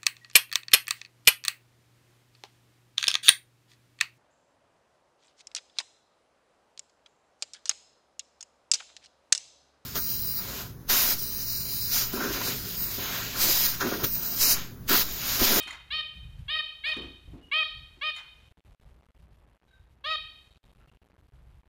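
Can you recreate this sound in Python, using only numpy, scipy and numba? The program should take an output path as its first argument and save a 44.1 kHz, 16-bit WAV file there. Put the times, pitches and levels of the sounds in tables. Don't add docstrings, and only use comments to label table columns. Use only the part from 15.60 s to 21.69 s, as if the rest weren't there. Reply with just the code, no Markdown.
import sys
import numpy as np
from scipy import signal
from scipy.fft import rfft, irfft
from scipy.io import wavfile
from scipy.ndimage import uniform_filter1d
from numba import njit

SR = 44100
rng = np.random.default_rng(int(sys.argv[2]) if len(sys.argv) > 2 else 0)


def bounce(signal):
    frames = np.transpose(np.atleast_2d(signal))
    limited = np.clip(frames, -1, 1)
    pcm = np.round(limited * 32767).astype(np.int16)
    wavfile.write(sys.argv[1], SR, pcm)


N = 268436
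LEAD = SR // 5
T = np.arange(-LEAD, N) / SR


def undb(db):
    return 10 ** (np.asarray(db) / 20)


def coloured_noise(colour):
    hz, db = np.transpose(colour)
    log_bins = np.log(np.fft.rfftfreq(len(T), 1 / SR) + 1)
    gain = undb(np.interp(log_bins, np.log(hz), db, left=-80))
    x = irfft(rfft(rng.standard_normal(len(T))) * gain, len(T))
    return x / x.std()


def resonate(x, hz, width_hz):
    return signal.lfilter(*signal.iirpeak(hz, hz / width_hz, SR), x)


def burst_envelope(events):
    total = 0
    for start, db, decay in events:
        since = np.abs(T - start)
        total = total + undb(db) * (T > start) * np.exp(-since / decay) * (1 - np.exp(-since / 0.00067))
    return total


def slow_drift(size, length):
    x = uniform_filter1d(uniform_filter1d(rng.standard_normal(length), size), size)
    return x * np.sqrt(3 * size / 2)


# (time [s], level [dB])
RUMBLE_SWELLS = [(0, -62), (.28, -59.5), (.32, -51), (.52, -66.5), (.57, -47), (.81, -45.5), (1.1, -68),
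                 (1.33, -60), (1.42, -47.5), (1.63, -59), (1.68, -44), (1.98, -73.5), (2.2, -49.5),
                 (2.26, -56.5), (2.6, -72.5), (2.85, -57.5), (3.1, -57), (3.21, -61.5), (3.27, -49.5),
                 (3.45, -68.5), (3.6, -54.5), (3.8, -62), (4.12, -67.5), (4.22, -56), (4.45, -68),
                 (4.6, -56.5), (4.75, -69), (5.12, -58.5), (5.6, -66.5), (5.77, -53.5), (5.98, -57),
                 (6.09, -67)]
# (time [s], depth [dB], half length [s])
RUMBLE_LULLS = [(2.951, -27, 0.033), (3.02, -20, 0.034), (3.175, -23.5, 0.041), (3.524, -12, 0.022),
                (3.687, -12.5, 0.037), (4.009, -32, 0.04), (5.017, -25.5, 0.034), (5.147, -13.5, 0.018),
                (5.39, -17.5, .025), (5.709, -22, 0.026), (6.037, -21.5, .03)]
# (frequency [Hz], relative level [dB])
RUMBLE_COLOUR = [(20, -26.5), (40, -2.5), (52, -2.5), (62, 4), (75, -6), (150, -18), (200, -25), (400, -47)]
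# (frequency [Hz], relative level [dB])
RUMBLE_UPPER_COLOUR = [(70, -26), (95, 0), (165, -2.5), (200, -28.5), (400, -50.5)]
UPPER_GROWTH, UPPER_JOINS_DB = 1.4, -36
FLUTTER_DB, RUMBLE_REST_DB = 2, -72.5


def rumble():
    body = coloured_noise(RUMBLE_COLOUR)
    body = body / np.sqrt(uniform_filter1d(body ** 2, size=2000))
    lull_db = sum(depth * np.clip(1 - np.abs(T - s) / half, 0, 1) for s, depth, half in RUMBLE_LULLS)
    flutter_db = FLUTTER_DB * slow_drift(size=1500, length=len(T))
    db = np.interp(T, *np.transpose(RUMBLE_SWELLS)) + lull_db + flutter_db
    upper_db = UPPER_JOINS_DB + UPPER_GROWTH * (db - UPPER_JOINS_DB)
    upper = coloured_noise(RUMBLE_UPPER_COLOUR) * undb(upper_db)
    return body * (undb(db) + undb(RUMBLE_REST_DB)) + upper


# (frequency [Hz], relative level [dB])
AIR_COLOUR = [(150, 5), (900, -1.5), (3000, -19.5), (6000, -40), (14000, -35.5)]
AIR_DB = -74


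def air():
    return undb(AIR_DB) * coloured_noise(AIR_COLOUR)


CALL_LEVELS = [-10.5, -2, -0.7, -0.6, -2.5]
CALL_BEAK = [1.5, 2, -0.9, -0.4, -0.57]
START_HZ, HOLD_HZ, GLIDE_END_HZ, CLOSE_HZ = 536.6, 558, 616.3, 611.3
HOLD_S, GLIDE_END_S, CREST_SHARE = .0095, .031, .66


def call_moments(start, length, crest_hz, db, swell_db, beak_db):
    when = start + np.array([0, HOLD_S, GLIDE_END_S, CREST_SHARE * length, length])
    swell = swell_db * np.clip((when - when[2]) / (when[3] - when[2]), 0, 1)
    pitches = [START_HZ, HOLD_HZ, GLIDE_END_HZ, crest_hz, CLOSE_HZ]
    return when, pitches, db + swell + CALL_LEVELS, beak_db + np.array(CALL_BEAK)


END_SAG, END_FLICK, WAVER = 0.0095, 0.042, 0.0028


def call_pitch(t, when, pitches):
    moments = np.arange(len(when))
    place = np.interp(t, when, moments)
    eased = place // 1 + (1 - np.cos(np.pi * (place % 1))) / 2
    hz = np.interp(eased, moments, pitches)
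    left = t[-1] - t
    hz = hz * (1 - END_SAG * np.exp(-left / 0.012) + END_FLICK * np.exp(-left / .004))
    waver = uniform_filter1d(rng.standard_normal(len(t)), size=100) * 10
    return hz * (1 + WAVER * waver)


# (multiple of pitch, relative level [dB])
THROAT_ALL_ROUND = [(1, -27.5), (2, -16), (3, -17.5), (4, -6), (5, -2.5), (6, -1.5), (7, -8), (8, -18.5),
                    (9, -28), (10, -48), (11, -44)]
UPPER_PARTIAL_DB, BREATH_DB = -43.5, -26
LOW_ENTER_S, SECOND_SHARE = 0.034, 0.21
SHIFT_DB = 1.8


def call(row, head_colour):
    *shape, low_start_db, walls_db = row
    when, pitches, level_db, beak_db = call_moments(*shape)
    on = (T > when[0] - .001) & (T < when[-1] + .002)
    t = T[on]
    db, beak = np.interp(t, when, level_db), np.interp(t, when, beak_db)
    low_db = low_start_db * np.exp(-((t - t[0]) / LOW_ENTER_S) ** 2)
    shift_db = SHIFT_DB * slow_drift(size=400, length=(21, len(t)))
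    phase = 2 * np.pi * np.cumsum(call_pitch(t, when, pitches)) / SR
    partials = np.cos(np.arange(1, 21)[:, None] * phase + rng.uniform(0, 2 * np.pi, (20, 1)))
    breath = resonate(rng.standard_normal(len(t)), 1500, 4900)
    breath = undb(BREATH_DB) * (1 + np.cos(phase)) * breath
    edges = np.clip(np.minimum(t - t[0], t[-1] - t) / .004, 0, 1)
    out = np.zeros((2, len(T)))
    for way, colour in enumerate((head_colour, THROAT_ALL_ROUND)):
        gains = []
        for k, colour_db in list(colour) + [(k, UPPER_PARTIAL_DB) for k in range(12, 21)]:
            tilt_db = beak * np.log2(k / 4)
            low_share = (k == 1) + SECOND_SHARE * (k == 2)
            gains.append(undb(colour_db + tilt_db + low_db * low_share + shift_db[k]))
        gains = np.array(gains)
        stack = np.sum(gains * partials, axis=0)
        stack = stack * np.sqrt(2 / np.sum(gains ** 2, axis=0))
        out[way, on] = (stack + breath) * undb(db) * edges
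    out[1] *= undb(walls_db)
    return out


# (time [s], length [s], crest pitch [Hz], level [dB], swell towards the crest [dB],
#         beak opening [dB per octave], low partials at the outset [dB], share sent to the walls [dB])
CALLS = [(-.14, .12, 633.5, -25, -2, 1, 2, 0.5), (0.304, 0.11, 627, -28.5, -0.3, 0.7, -8.5, 1.4),
         (0.881, 0.13, 629, -28.5, 2.5, 1, -13.5, 1.46), (1.237, .1, 627.9, -27.5, 0.8, 2, -15.5, 1),
         (1.914, .12, 635.7, -24, 0.6, 1.15, -9, 0), (2.412, 0.095, 622.1, -29, 0.6, 1.04, -1, 0.84),
         (4.44, .12, 636.4, -30, 3.5, 0.94, -1.8, 1.5)]
# (multiple of pitch, relative level [dB])
HEAD_COLOURS = [
    [(1, -26), (2, -12.5), (3, -10), (4, -6), (5, -6), (6, -3), (7, -2.5), (8, -15), (9, -25), (10, -40),
     (11, -52.5)],
    [(1, -25), (2, -14), (3, -8.5), (4, -10.5), (5, -5.5), (6, -2), (7, -13), (8, -16), (9, -54.5),
     (10, -90.5), (11, -54.5)],
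    [(1, -20.5), (2, -22.5), (3, -7.5), (4, -2), (5, -11), (6, -9.5), (7, -9), (8, -18.5), (9, -47),
     (10, -45.5), (11, -84)],
    [(1, -19), (2, -9), (3, -10.5), (4, 1.5), (5, -0.5), (6, -12), (7, -11.5), (8, -20), (9, -33),
     (10, -52.5), (11, -55.5)],
    [(1, -18), (2, -5.5), (3, -7.5), (4, -2.5), (5, -4.5), (6, -4), (7, -11.5), (8, -14), (9, -34.5),
     (10, -28.5), (11, -39.5)],
    [(1, -16), (2, -5.5), (3, -9.5), (4, -10), (5, -8.5), (6, -4), (7, -8), (8, -13), (9, -27.5), (10, -31),
     (11, -30)],
]


def finch_calls():
    return sum(call(row, colour) for row, colour in zip(CALLS, [THROAT_ALL_ROUND] + HEAD_COLOURS))


@njit
def delay_network(x, lags, gain, damp, leak, follow):
    line, soft, bass, out = np.zeros((8, 4096)), np.zeros(8), np.zeros(8), np.zeros(len(x))
    for i in range(len(x)):
        total = 0.
        for k in range(8):
            soft[k] += (1 - damp) * (gain[k] * line[k, (i - lags[k]) & 4095] - soft[k])
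            bass[k] += follow * (soft[k] - bass[k])
            total += soft[k] - leak[k] * bass[k]
            out[i] += soft[k] * (1 - 2 * (k % 2))
        for k in range(8):
            line[k, i & 4095] = x[i] + soft[k] - leak[k] * bass[k] - total / 4
    return out


ROOM_T60_S, ROOM_DAMP, ROOM_DB = 0.75, 0.1, -15
GLASS_LEAK, GLASS_HZ = 0.14, 833


def sun_room(x):
    lags = np.array([241, 563, 907, 1361, 1777, 2143, 2579, 2963])
    gain = undb(-60 * lags / SR / ROOM_T60_S)
    leak = np.clip(GLASS_LEAK * lags / 1000, 0, .9)
    quiet_floor = 1e-18
    return undb(ROOM_DB) * delay_network(x + quiet_floor, lags, gain, ROOM_DAMP, leak, 2 * np.pi * GLASS_HZ / SR)


# (time [s], dull scrape [dB], decay constant [s], wire pluck [dB], bright hiss [dB])
SCUFF_EVENTS = [(-.01, -51, .05, -74, -46), (.028, -59, 0.0074, -69, -38), (0.072, -40.5, 0.028, -38, -47),
                (0.089, -53.5, 0.056, -88, -64), (0.106, -61.5, 0.022, -35, -58),
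                (.127, -45, 0.033, -47, -65.5), (1.27, -45.5, 0.03, -69.5, -51),
                (1.282, -53, 0.021, -58, -55), (1.335, -45.5, 0.017, -70, -59),
                (1.367, -48, 0.017, -61, -53), (1.417, -55.5, 0.064, -75, -61.5),
                (2.493, -44, 0.0023, -61, -43), (2.55, -56, 0.006, -53.5, -49),
                (2.562, -48.5, 0.026, -39.5, -51), (2.584, -50, 0.045, -70, -70)]
# (frequency [Hz], relative level [dB])
SCRAPE_COLOUR = [(500, -28.5), (1000, -8), (2000, -10.5), (4000, -16), (6000, -15), (13000, -40)]
# (frequency [Hz], relative level [dB])
QUILL_COLOUR = [(2000, -29), (5500, -2.5), (9500, -0.5), (14000, -9.5)]
# (frequency [Hz], level [dB], 60 dB decay [s])
WIRE_MODES = [(2060, -3, .04), (4150, -5, .035), (6950, -3, .02), (9260, -14, .025)]
GRIT_DB = 2.5


def cage_scuffs():
    start, dull_db, decay, wire_db, bright_db = np.transpose(SCUFF_EVENTS)
    tick_levels = undb(GRIT_DB * rng.standard_normal(len(T) // 64 + 1))
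    grit = np.repeat(tick_levels, 64)[:len(T)]
    dull = coloured_noise(SCRAPE_COLOUR) * burst_envelope(zip(start, dull_db, decay))
    bright = coloured_noise(QUILL_COLOUR) * burst_envelope(zip(start, bright_db, decay))
    pluck = rng.standard_normal(len(T)) * burst_envelope(zip(start, wire_db, decay / 2))
    wires = 0
    for hz, db, t60 in WIRE_MODES:
        narrow_gain = np.sqrt(t60 * SR / np.log(1000))
        wires = wires + undb(db) * narrow_gain * resonate(pluck, hz, np.log(1000) / np.pi / t60)
    return grit * (dull + bright) + wires


# (time [s], level before the drive [dB], decay constant [s])
LANDINGS = [(.06, -49.5, 0.021), (1.365, -34.5, 0.06), (1.47, -53.5, 0.028), (1.67, -54.5, 0.036),
            (1.73, -43, 0.07), (2.37, -50.5, 0.013)]
# (frequency [Hz], half the width of each resonance in the pair [Hz], level [dB])
TRAY_MODES = [(136.9, 31, -12), (285, 100, 0), (627, 65, -24.5), (786, 18, -27), (1120, 43, -16)]


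def tray_thuds():
    push = 8 * rng.standard_normal(len(T)) * burst_envelope(LANDINGS)
    thuds = 0
    for hz, half_width, db in TRAY_MODES:
        once = resonate(push, hz, 2 * half_width)
        thuds = thuds + undb(db) * resonate(once, hz, 2 * half_width)
    return thuds


# (time [s], length [s], start pitch [Hz], end pitch [Hz], level [dB])
FAR_CHIRPS = [(1.809, 0.1, 2896, 2884, -55), (4.054, 0.16, 3940, 3696, -67),
              (4.066, 0.16, 1560, 1545, -64.5), (5.192, 0.082, 1370, 1328, -67.5),
              (5.191, 0.061, 2740, 2723, -80), (5.277, 0.03, 2800, 2780, -67.5),
              (5.344, 0.039, 2850, 2797, -71)]


def far_birds():
    out = 0
    for start, length, hz, end_hz, db in FAR_CHIRPS:
        progress = np.clip((T - start) / length, 0, 1)
        phase = 2 * np.pi * np.cumsum(hz + (end_hz - hz) * progress) / SR
        out = out + undb(db) * np.sin(np.pi * progress) * np.sin(phase)
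    return out * (1 + .4 * coloured_noise([(1, 0), (60, 0), (200, -30), (400, -80)]))


CAGE_SEND_DB, CAGE_SEND_HZ = -2.5, 4300


def scene():
    direct, around = finch_calls()
    hops = cage_scuffs() + tray_thuds()
    far = far_birds()
    send_filter = signal.butter(2, CAGE_SEND_HZ, fs=SR, output="sos")
    cage_send = undb(CAGE_SEND_DB) * signal.sosfilt(send_filter, hops)
    room = sun_room(around + far + cage_send)
    return (direct + far + hops + room + rumble() + air())[None, LEAD:]


STEP_TOP_DB, STEP_BELOW_DB, STEP_FALL_DB_S = -50.5, 20, 4.8
ROUND_UP, HISS_DB = .42, -85
TREBLE_HZ, TREBLE_DB, TOP_HZ = 3870, -11, 13250


def record(dry):
    t = np.arange(N) / SR
    loud_db = 10 * np.log10(uniform_filter1d(dry ** 2, size=1000) + 1e-12)
    want_db = np.minimum(loud_db - STEP_BELOW_DB, STEP_TOP_DB)
    want_db[:, 0] = STEP_TOP_DB
    fall_db = STEP_FALL_DB_S * t
    step = undb(np.maximum.accumulate(want_db + fall_db, axis=1) - fall_db)
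    x = step * np.sign(dry) * np.floor(np.abs(dry) / step + ROUND_UP)
    x = x + undb(HISS_DB) * rng.standard_normal(dry.shape)
    low = signal.sosfiltfilt(signal.butter(3, TREBLE_HZ, fs=SR, output="sos"), x)
    x = low + undb(TREBLE_DB) * (x - low)
    return signal.sosfilt(signal.ellip(8, .2, 70, TOP_HZ, fs=SR, output="sos"), x)


dry = scene()
out = record(dry)
bounce(out)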